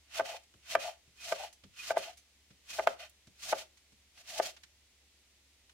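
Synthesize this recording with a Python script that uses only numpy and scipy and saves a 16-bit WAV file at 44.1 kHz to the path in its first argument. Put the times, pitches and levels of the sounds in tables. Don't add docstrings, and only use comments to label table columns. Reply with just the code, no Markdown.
import sys
import numpy as np
from scipy import signal
from scipy.fft import rfft, irfft, next_fast_len
from scipy.io import wavfile
from scipy.ndimage import map_coordinates

SR = 44100
rng = np.random.default_rng(int(sys.argv[2]) if len(sys.argv) > 2 else 0)


def waveform_to_disk(signal):
    frames = np.transpose(np.atleast_2d(signal))
    scaled = np.clip(frames, -1, 1) * 32767
    samples = np.round(scaled).astype(np.int16)
    wavfile.write(sys.argv[1], SR, samples)


N = 252693


def amp(db):
    return 10 ** (np.asarray(db) / 20)


def unit(x):
    return x / np.sqrt(np.mean(x ** 2) + 1e-20)


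def along(points, hz):
    pitches, values = np.transpose(points)
    return np.interp(np.log(hz + 1), np.log(pitches), values)


def pan(db):
    return amp(np.array([[db], [-db]]) / 2)


def add(track, s, sound):
    part = track[..., round(s * SR):][..., :sound.shape[-1]]
    part += sound[..., :part.shape[-1]]


def filtered(x, response):
    size = next_fast_len(N + 8192)
    return irfft(rfft(x, size) * response(np.fft.rfftfreq(size, 1 / SR)), size)[..., :N]


def wobble(rate):
    return map_coordinates(rng.standard_normal(int(N * rate / SR) + 4), [np.arange(N) * rate / SR])


def grains(rate, spread_db):
    snaps = (rng.random((2, N)) < rate / SR) * rng.standard_normal((2, N))
    return snaps * amp(spread_db * rng.standard_normal((2, N)))


# (pitch [Hz], likeness [1 = the same])
LIKENESS = [(60, .97), (700, .88), (1500, .55), (3000, .1), (5000, -.1), (15000, -.1)]
def stereo(pair, colour):
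    def blend(hz):
        turn = np.arccos(np.clip(along(LIKENESS, hz), -1, 1)) / 2
        return colour(hz) * np.array([np.cos(turn), np.sin(turn)])
    mid, side = filtered(pair, blend)
    return unit(np.array([mid + side, mid - side]))


def noise(tone):
    return stereo(rng.standard_normal((2, N)), lambda hz: amp(along(tone, hz)))


def envelope(start, end, rise, slope, fall):
    knee_s = 0.0046
    gain = np.zeros(N)
    near = np.arange(max(round(start * SR) - SR // 4, 0), min(round(end * SR) + SR // 4, N))
    t = near / SR
    past = lambda x: knee_s * np.logaddexp(0, x / knee_s)
    drift_db = slope * (np.clip(t, start, end) - start)
    gain[near] = amp(drift_db - rise * past(start - t) - fall * past(t - end))
    return gain


# (pitch [Hz], relative level [dB])
HISS_TONE = [(20, -20.5), (45, -14), (70, -5.5), (100, -13.5), (135, -21), (250, -17.5), (600, -21.5),
             (1100, -25), (1600, -23), (2000, -17), (3500, -16.5), (6800, -19.5), (10000, -25),
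             (15700, -33.5)]
def background():
    phase = 2 * np.pi * 69.5 * np.arange(N) / SR + 0.37 * wobble(rate=4)
    hum = unit(np.sin(phase) * amp(1.1 * wobble(rate=4.1)))
    return amp(-76) * hum + amp(-68) * noise(HISS_TONE)


# (skin splits [s], tip meets wood [s], blade stops [s], fizz [dB], skin [dB], wood [dB], surge [dB])
DOWN_STROKES = [(0.161, 0.172, .193, -47, -45, -46, 4), (0.711, 0.74, 0.74, -46.5, -46.5, -44.5, 3.5),
                (1.227, 1.276, 1.328, -49, -52, -48.5, 7.5), (1.794, 1.899, 1.915, -51, -52, -50.5, 9),
                (2.712, 2.743, 2.795, -49, -52.5, -57, 0), (3.435, 3.476, 3.521, -48, -55, -51.5, 8.5),
                (4.184, 4.186, 4.214, -62, -66.5, -70.5, 1.5),
                (4.298, 4.312, 4.389, -49.5, -53.5, -52, 10.5)]
def down_strokes():
    t, gains = np.arange(N) / SR, np.zeros((3, N))
    surge_s, stop_db_per_s = .018, 900.5
    for bite, scrape, end, fizz_db, skin_db, wood_db, surge_db in DOWN_STROKES:
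        surge = np.exp(-np.abs(t - end) / surge_s)
        fizz = envelope(bite, end, rise=400.5, slope=0, fall=stop_db_per_s)
        skin = envelope(bite, end, rise=339.5, slope=-24, fall=stop_db_per_s)
        wood = envelope(scrape, end, rise=419, slope=89.5, fall=stop_db_per_s)
        gains[0] += amp(fizz_db + surge_db * surge) * fizz
        gains[1] += amp(skin_db + surge_db * surge) * skin
        gains[2] += amp(wood_db + 5.5 * surge) * wood
    return gains


# (pitch [Hz], relative level [dB])
FIZZ_TONE = [(100, -14.5), (400, -17.5), (900, -16), (2000, -5), (4000, 1), (6300, 0.5), (8000, -5),
             (12000, -10.5), (16000, -16.5)]
def bursting_cells():
    return stereo(grains(rate=23000, spread_db=2.5), lambda hz: amp(along(FIZZ_TONE, hz)))


# (pitch [Hz], relative level [dB])
SKIN_TONE = [(100, -44.5), (500, -24.5), (900, -9.5), (1200, -3.5), (1700, -1), (2600, 2.5), (3400, -3),
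             (5000, -8), (12000, -26)]
# (pitch [Hz], width [Hz], strength [dB])
BLADE_PEAKS = [(1180, 30, 6.7), (1450, 50, 5.3), (2010, 90, 1.3), (2496, 42, 6.5), (2720, 98, 5.1),
               (2960, 110, 4.7), (3140, 60, 12), (3600, 150, 4), (4306, 35, 15), (5530, 70, 9.6),
               (6060, 130, 9.6)]
def tearing_skin():
    def colour(hz):
        peaks = sum(amp(2 * db) / (1 + (2 * (hz - pitch) / width) ** 2)
                    for pitch, width, db in BLADE_PEAKS)
        return amp(along(SKIN_TONE, hz)) * np.sqrt(1 + peaks)
    return stereo(grains(rate=11000, spread_db=1.07), colour)


# (pitch [Hz], time to fade by 60 dB [s])
ECHO_FADES = [(100, 0.67), (600, 0.24), (2500, .25), (12000, 0.093)]
def room(x, delay_s):
    hz, t, spectrum = signal.stft(rng.standard_normal((2, SR // 2)), SR, nperseg=256)
    fade = amp(-60 * t / along(ECHO_FADES, hz)[:, None])
    tail = signal.istft(spectrum * fade, SR, nperseg=256)[1]
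    tail = np.pad(unit(tail) / np.sqrt(tail.shape[1]), ((0, 0), (round(delay_s * SR), 0)))
    return signal.fftconvolve(x, tail, axes=1)[:, :N]


def thinned(x, cut_hz=360):
    return signal.sosfilt(signal.butter(4, cut_hz, "high", fs=SR, output="sos"), x)


# (pitch [Hz], time to fade by 60 dB [s], level [dB], left minus right [dB])
BOARD_NOTES = [(409.7, 0.06, -16.5, 0.5), (552, 0.13, -22, 1), (673.8, .035, 0.5, 2),
               (719.4, 0.017, 6.5, 6), (840, 0.035, -4.5, -5), (955, 0.028, -18.5, 3),
               (1114, 0.01, -17, -0.5), (1201, .04, -11, -1.5), (1405, 0.0074, -9.5, 0.5),
               (1522, 0.044, -10.5, -3), (1746, 0.054, -24, -5.5), (2074, .02, -10, -15),
               (2270, 0.03, -14.5, -6.5), (2690, .018, -16.5, -4), (3160, 0.045, -19.5, -0.5)]
def board(force, vary_db=0):
    t = np.arange(SR // 6) / SR
    ring = np.zeros((2, len(t)))
    for hz, fade_s, db, side in BOARD_NOTES:
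        spot_db = vary_db * np.clip(hz / 800 - 1, 0, 1) * rng.standard_normal()
        swell = 1 - np.exp(-t / (0.0022 * (650 / hz) ** 2))
        ring += pan(side) * amp(db + spot_db - 60 * t / fade_s) * swell * np.sin(2 * np.pi * hz * t)
    return signal.fftconvolve(force[None], thinned(ring), axes=1)[:, :N]


def scraping_wood(slip_hz=720):
    cycles = np.floor(np.cumsum(slip_hz * amp(2.3 * wobble(rate=600))) / SR)
    slips = np.diff(cycles, prepend=0) * amp(2.2 * wobble(rate=400))
    soft_slips = filtered(slips, lambda hz: 1 / (1 + (hz / 1100) ** 4))
    return unit(board(soft_slips))


# (pitch [Hz], relative level [dB])
CRACK_TONE = [(60, -46), (250, -28.5), (450, -12), (900, 8.5), (1500, 7), (2600, 0), (4000, -11.5),
              (7000, -18.5), (16000, -37)]
# (time [s], tip [dB], tip hardness [Hz], edge delay [s], edge [dB], edge hardness [Hz], rocking [dB])
KNOCKS = [(0.1939, -24.5, 2200, .0033, -17, 1700, -17.5), (0.7522, -14, 3100, .0017, -18, 1840, -39),
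          (1.3221, -22, 2402, .0017, -17, 1200, -35), (1.9044, -28.5, 1800, .0017, -16, 1500, -24),
          (1.9672, -29, 2150, 0.003, -10, 770, -46), (2.7890, -20.5, 1200, 0.005, -16.5, 1500, -27),
          (2.8722, -12.5, 3526, 0.0018, -20.5, 2030, -47), (3.5259, -21, 2320, .0034, -11, 1003, -54),
          (4.3952, -36.5, 2500, 0.0033, -9, 778, -48)]
def knocks():
    wood, crack, t = np.zeros((2, N)), np.zeros(N), np.arange(SR // 8) / SR
    for start, tip_db, tip_hz, lag, edge_db, edge_hz, rock_db in KNOCKS:
        contacts = [(start - .0045, -31.5, 2200),
                    (start, tip_db, tip_hz),
                    (start + lag, edge_db, edge_hz),
                    (start + lag + .009, rock_db, 1000)]
        for s, db, hard_hz in contacts:
            age = 2 * np.pi * hard_hz * t
            push = age * np.exp(-age)
            add(wood, s, board(amp(db) * push / push.sum(), vary_db=2))
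            add(crack, s, amp(db) * hard_hz / 2500 * amp(-60 * t / 0.027))
    return amp(-2) * wood + amp(-11.5) * thinned(crack * noise(CRACK_TONE)) * pan(-3)


# (pitch [Hz], relative level [dB])
RUMBLE_TONE = [(25, -8), (60, -2.5), (100, -1.5), (160, -4.5), (300, 0.5), (450, -2), (800, -13),
               (3000, -41)]
def counter_rumble(blows):
    linger = 0.015 * SR
    jolt = np.sqrt(signal.lfilter([1], [1, -np.exp(-1 / linger)], blows[0] ** 2) / linger)
    return jolt * noise(RUMBLE_TONE)


# (start [s], lifts out [s], fizz [dB], skin [dB], wood [dB])
BACK_STROKES = [(0.259, 0.361, -50, -47, -44), (0.804, 0.91, -50, -48.5, -46.5),
                (1.363, 1.463, -50, -47.5, -49), (1.975, 2.105, -52.5, -50.5, -52),
                (2.82, 2.841, -55, -55.5, -46), (2.888, 2.924, -55.5, -55, -51.5),
                (3.002, 3.046, -57, -50, -50.5), (3.554, 3.624, -51, -52.5, -52),
                (4.429, 4.49, -43.5, -48.5, -46)]
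def back_strokes():
    gains = np.zeros((3, N))
    grab_db_per_s = 849.5
    for start, end, fizz_db, skin_db, wood_db in BACK_STROKES:
        gains[0] += amp(fizz_db) * envelope(start, end, grab_db_per_s, slope=-55, fall=479.5)
        gains[1] += amp(skin_db) * envelope(start, end, grab_db_per_s, slope=-44.5, fall=479.5)
        gains[2] += amp(wood_db) * envelope(start, end, grab_db_per_s, slope=15, fall=620.5)
    return gains


# (time [s], level [dB], half length [s])
CATCHES = [(0.304, -44, 0.0073), (0.346, -41, 0.005), (0.853, -39, 0.014), (0.887, -37, 0.0083),
           (1.407, -38.5, 0.011), (1.442, -38, 0.012), (1.950, -47, 0.016), (2.088, -49.5, 0.014)]
def judder():
    t = np.arange(N) / SR
    return sum(amp(db) * np.exp(-((t - s) / half) ** 2) for s, db, half in CATCHES)


# (time [s], pitch [Hz], relative level [dB], half length [s])
SKIN_SQUEAKS = [(0.312, 2490, -54.5, 0.018), (.825, 2480, -53, .025), (1.215, 2490, -59, .025),
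                (1.803, 2480, -46.5, .014), (2.724, 2513, -53, 0.026), (4.463, 3270, -48, 0.0117),
                (4.455, 4340, -53.5, .02)]
def squeaks():
    t, out = np.arange(N) / SR, np.zeros(N)
    drift = .8 * wobble(rate=120)
    for s, hz, db, half in SKIN_SQUEAKS:
        out += amp(db + 3.5) * np.exp(-((t - s) / half) ** 2) * np.sin(2 * np.pi * hz * t + drift)
    return out * amp(3.5 * wobble(rate=150)) * pan(-3.5)


TOP_HZ = 15830
# (pitch [Hz], relative level [dB])
THUD_TONE = [(25, -17.5), (60, -6), (95, -0.5), (190, 2), (320, -11.5), (700, -20.5), (1500, -51),
             (6000, -58)]
# (time [s], tick [dB], tick pitch [Hz], time for the tick to fade by 60 dB [s], thud [dB])
TAPS = [(.432, -56, 4000, 0.065, -85), (.538, -47.5, 2110, 0.025, -57), (1.074, -62, 2540, 0.056, -62),
        (1.526, -48, 4800, 0.056, -80), (1.636, -45, 2370, 0.041, -49.5), (1.974, -39.5, 4900, 0.08, -86.5),
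        (2.17, -51.5, 4900, 0.11, -100.5), (2.504, -53.5, 2180, 0.054, -55.5),
        (3.094, -50, 12150, 0.036, -85.5), (3.270, -48.5, 3380, 0.039, -55.5),
        (3.771, -51.5, 3520, 0.049, -87.5), (3.920, -57, 3610, .05, -60.5),
        (4.173, -50.5, 1990, 0.051, -73.5), (4.564, -46.5, 2540, 0.061, -80),
        (4.633, -41.5, 3040, 0.044, -76), (5.694, -48, 2490, 0.037, -80)]
def taps(thud_fade_s=.14):
    ticks, thud, t = np.zeros((2, N)), np.zeros(N), np.arange(SR // 2) / SR
    for s, tick_db, tick_hz, fade_s, thud_db in TAPS:
        band = signal.butter(2, [tick_hz * 0.38, min(tick_hz * 2, TOP_HZ)], "band", fs=SR, output="sos")
        tick = unit(signal.sosfilt(band, rng.standard_normal((2, len(t)))))
        add(ticks, s, amp(tick_db - 60 * t / fade_s) * (1 - np.exp(-t / 0.0043)) * tick * pan(-3))
        add(thud, s, amp(thud_db - 60 * t / thud_fade_s) * (1 - np.exp(-t / .005)))
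    return ticks + thud * noise(THUD_TONE)


# (pitch [Hz], relative level [dB])
BLADE_NOTES = [(4630, -5), (5534, -10), (6094, -5), (6191, 0), (7203, -3), (10333, -8)]
# (time [s], level [dB])
RELEASES = [(1.528, -64), (2.174, -64)]
def blade_rings(fade_s=0.16):
    out, t = np.zeros((2, N)), np.arange(SR // 2) / SR
    for s, ring_db in RELEASES:
        for hz, db in BLADE_NOTES:
            note = np.sin(2 * np.pi * (hz * t + .3 * rng.random((2, 1))))
            add(out, s, amp(ring_db + db - 60 * t / fade_s) * note)
    return out


def scene():
    blows = knocks()
    fizz, skin, wood = down_strokes() + back_strokes()
    crunch = amp(3) * fizz * bursting_cells() * pan(-.3)
    crunch += amp(2.02) * skin * tearing_skin() * pan(-2.5)
    crunch *= amp(2.2 * wobble(rate=65))
    scrape = np.hypot(amp(-3.5) * wood, judder()) * scraping_wood()
    knife = blows + crunch + scrape + squeaks() + taps() + blade_rings()
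    echo = amp(-17) * room(knife, delay_s=.006)
    return knife + echo + amp(-32.5) * counter_rumble(blows) + background()


def record(dry):
    return filtered(dry, lambda hz: hz < TOP_HZ)


dry = scene()
out = record(dry)
waveform_to_disk(out)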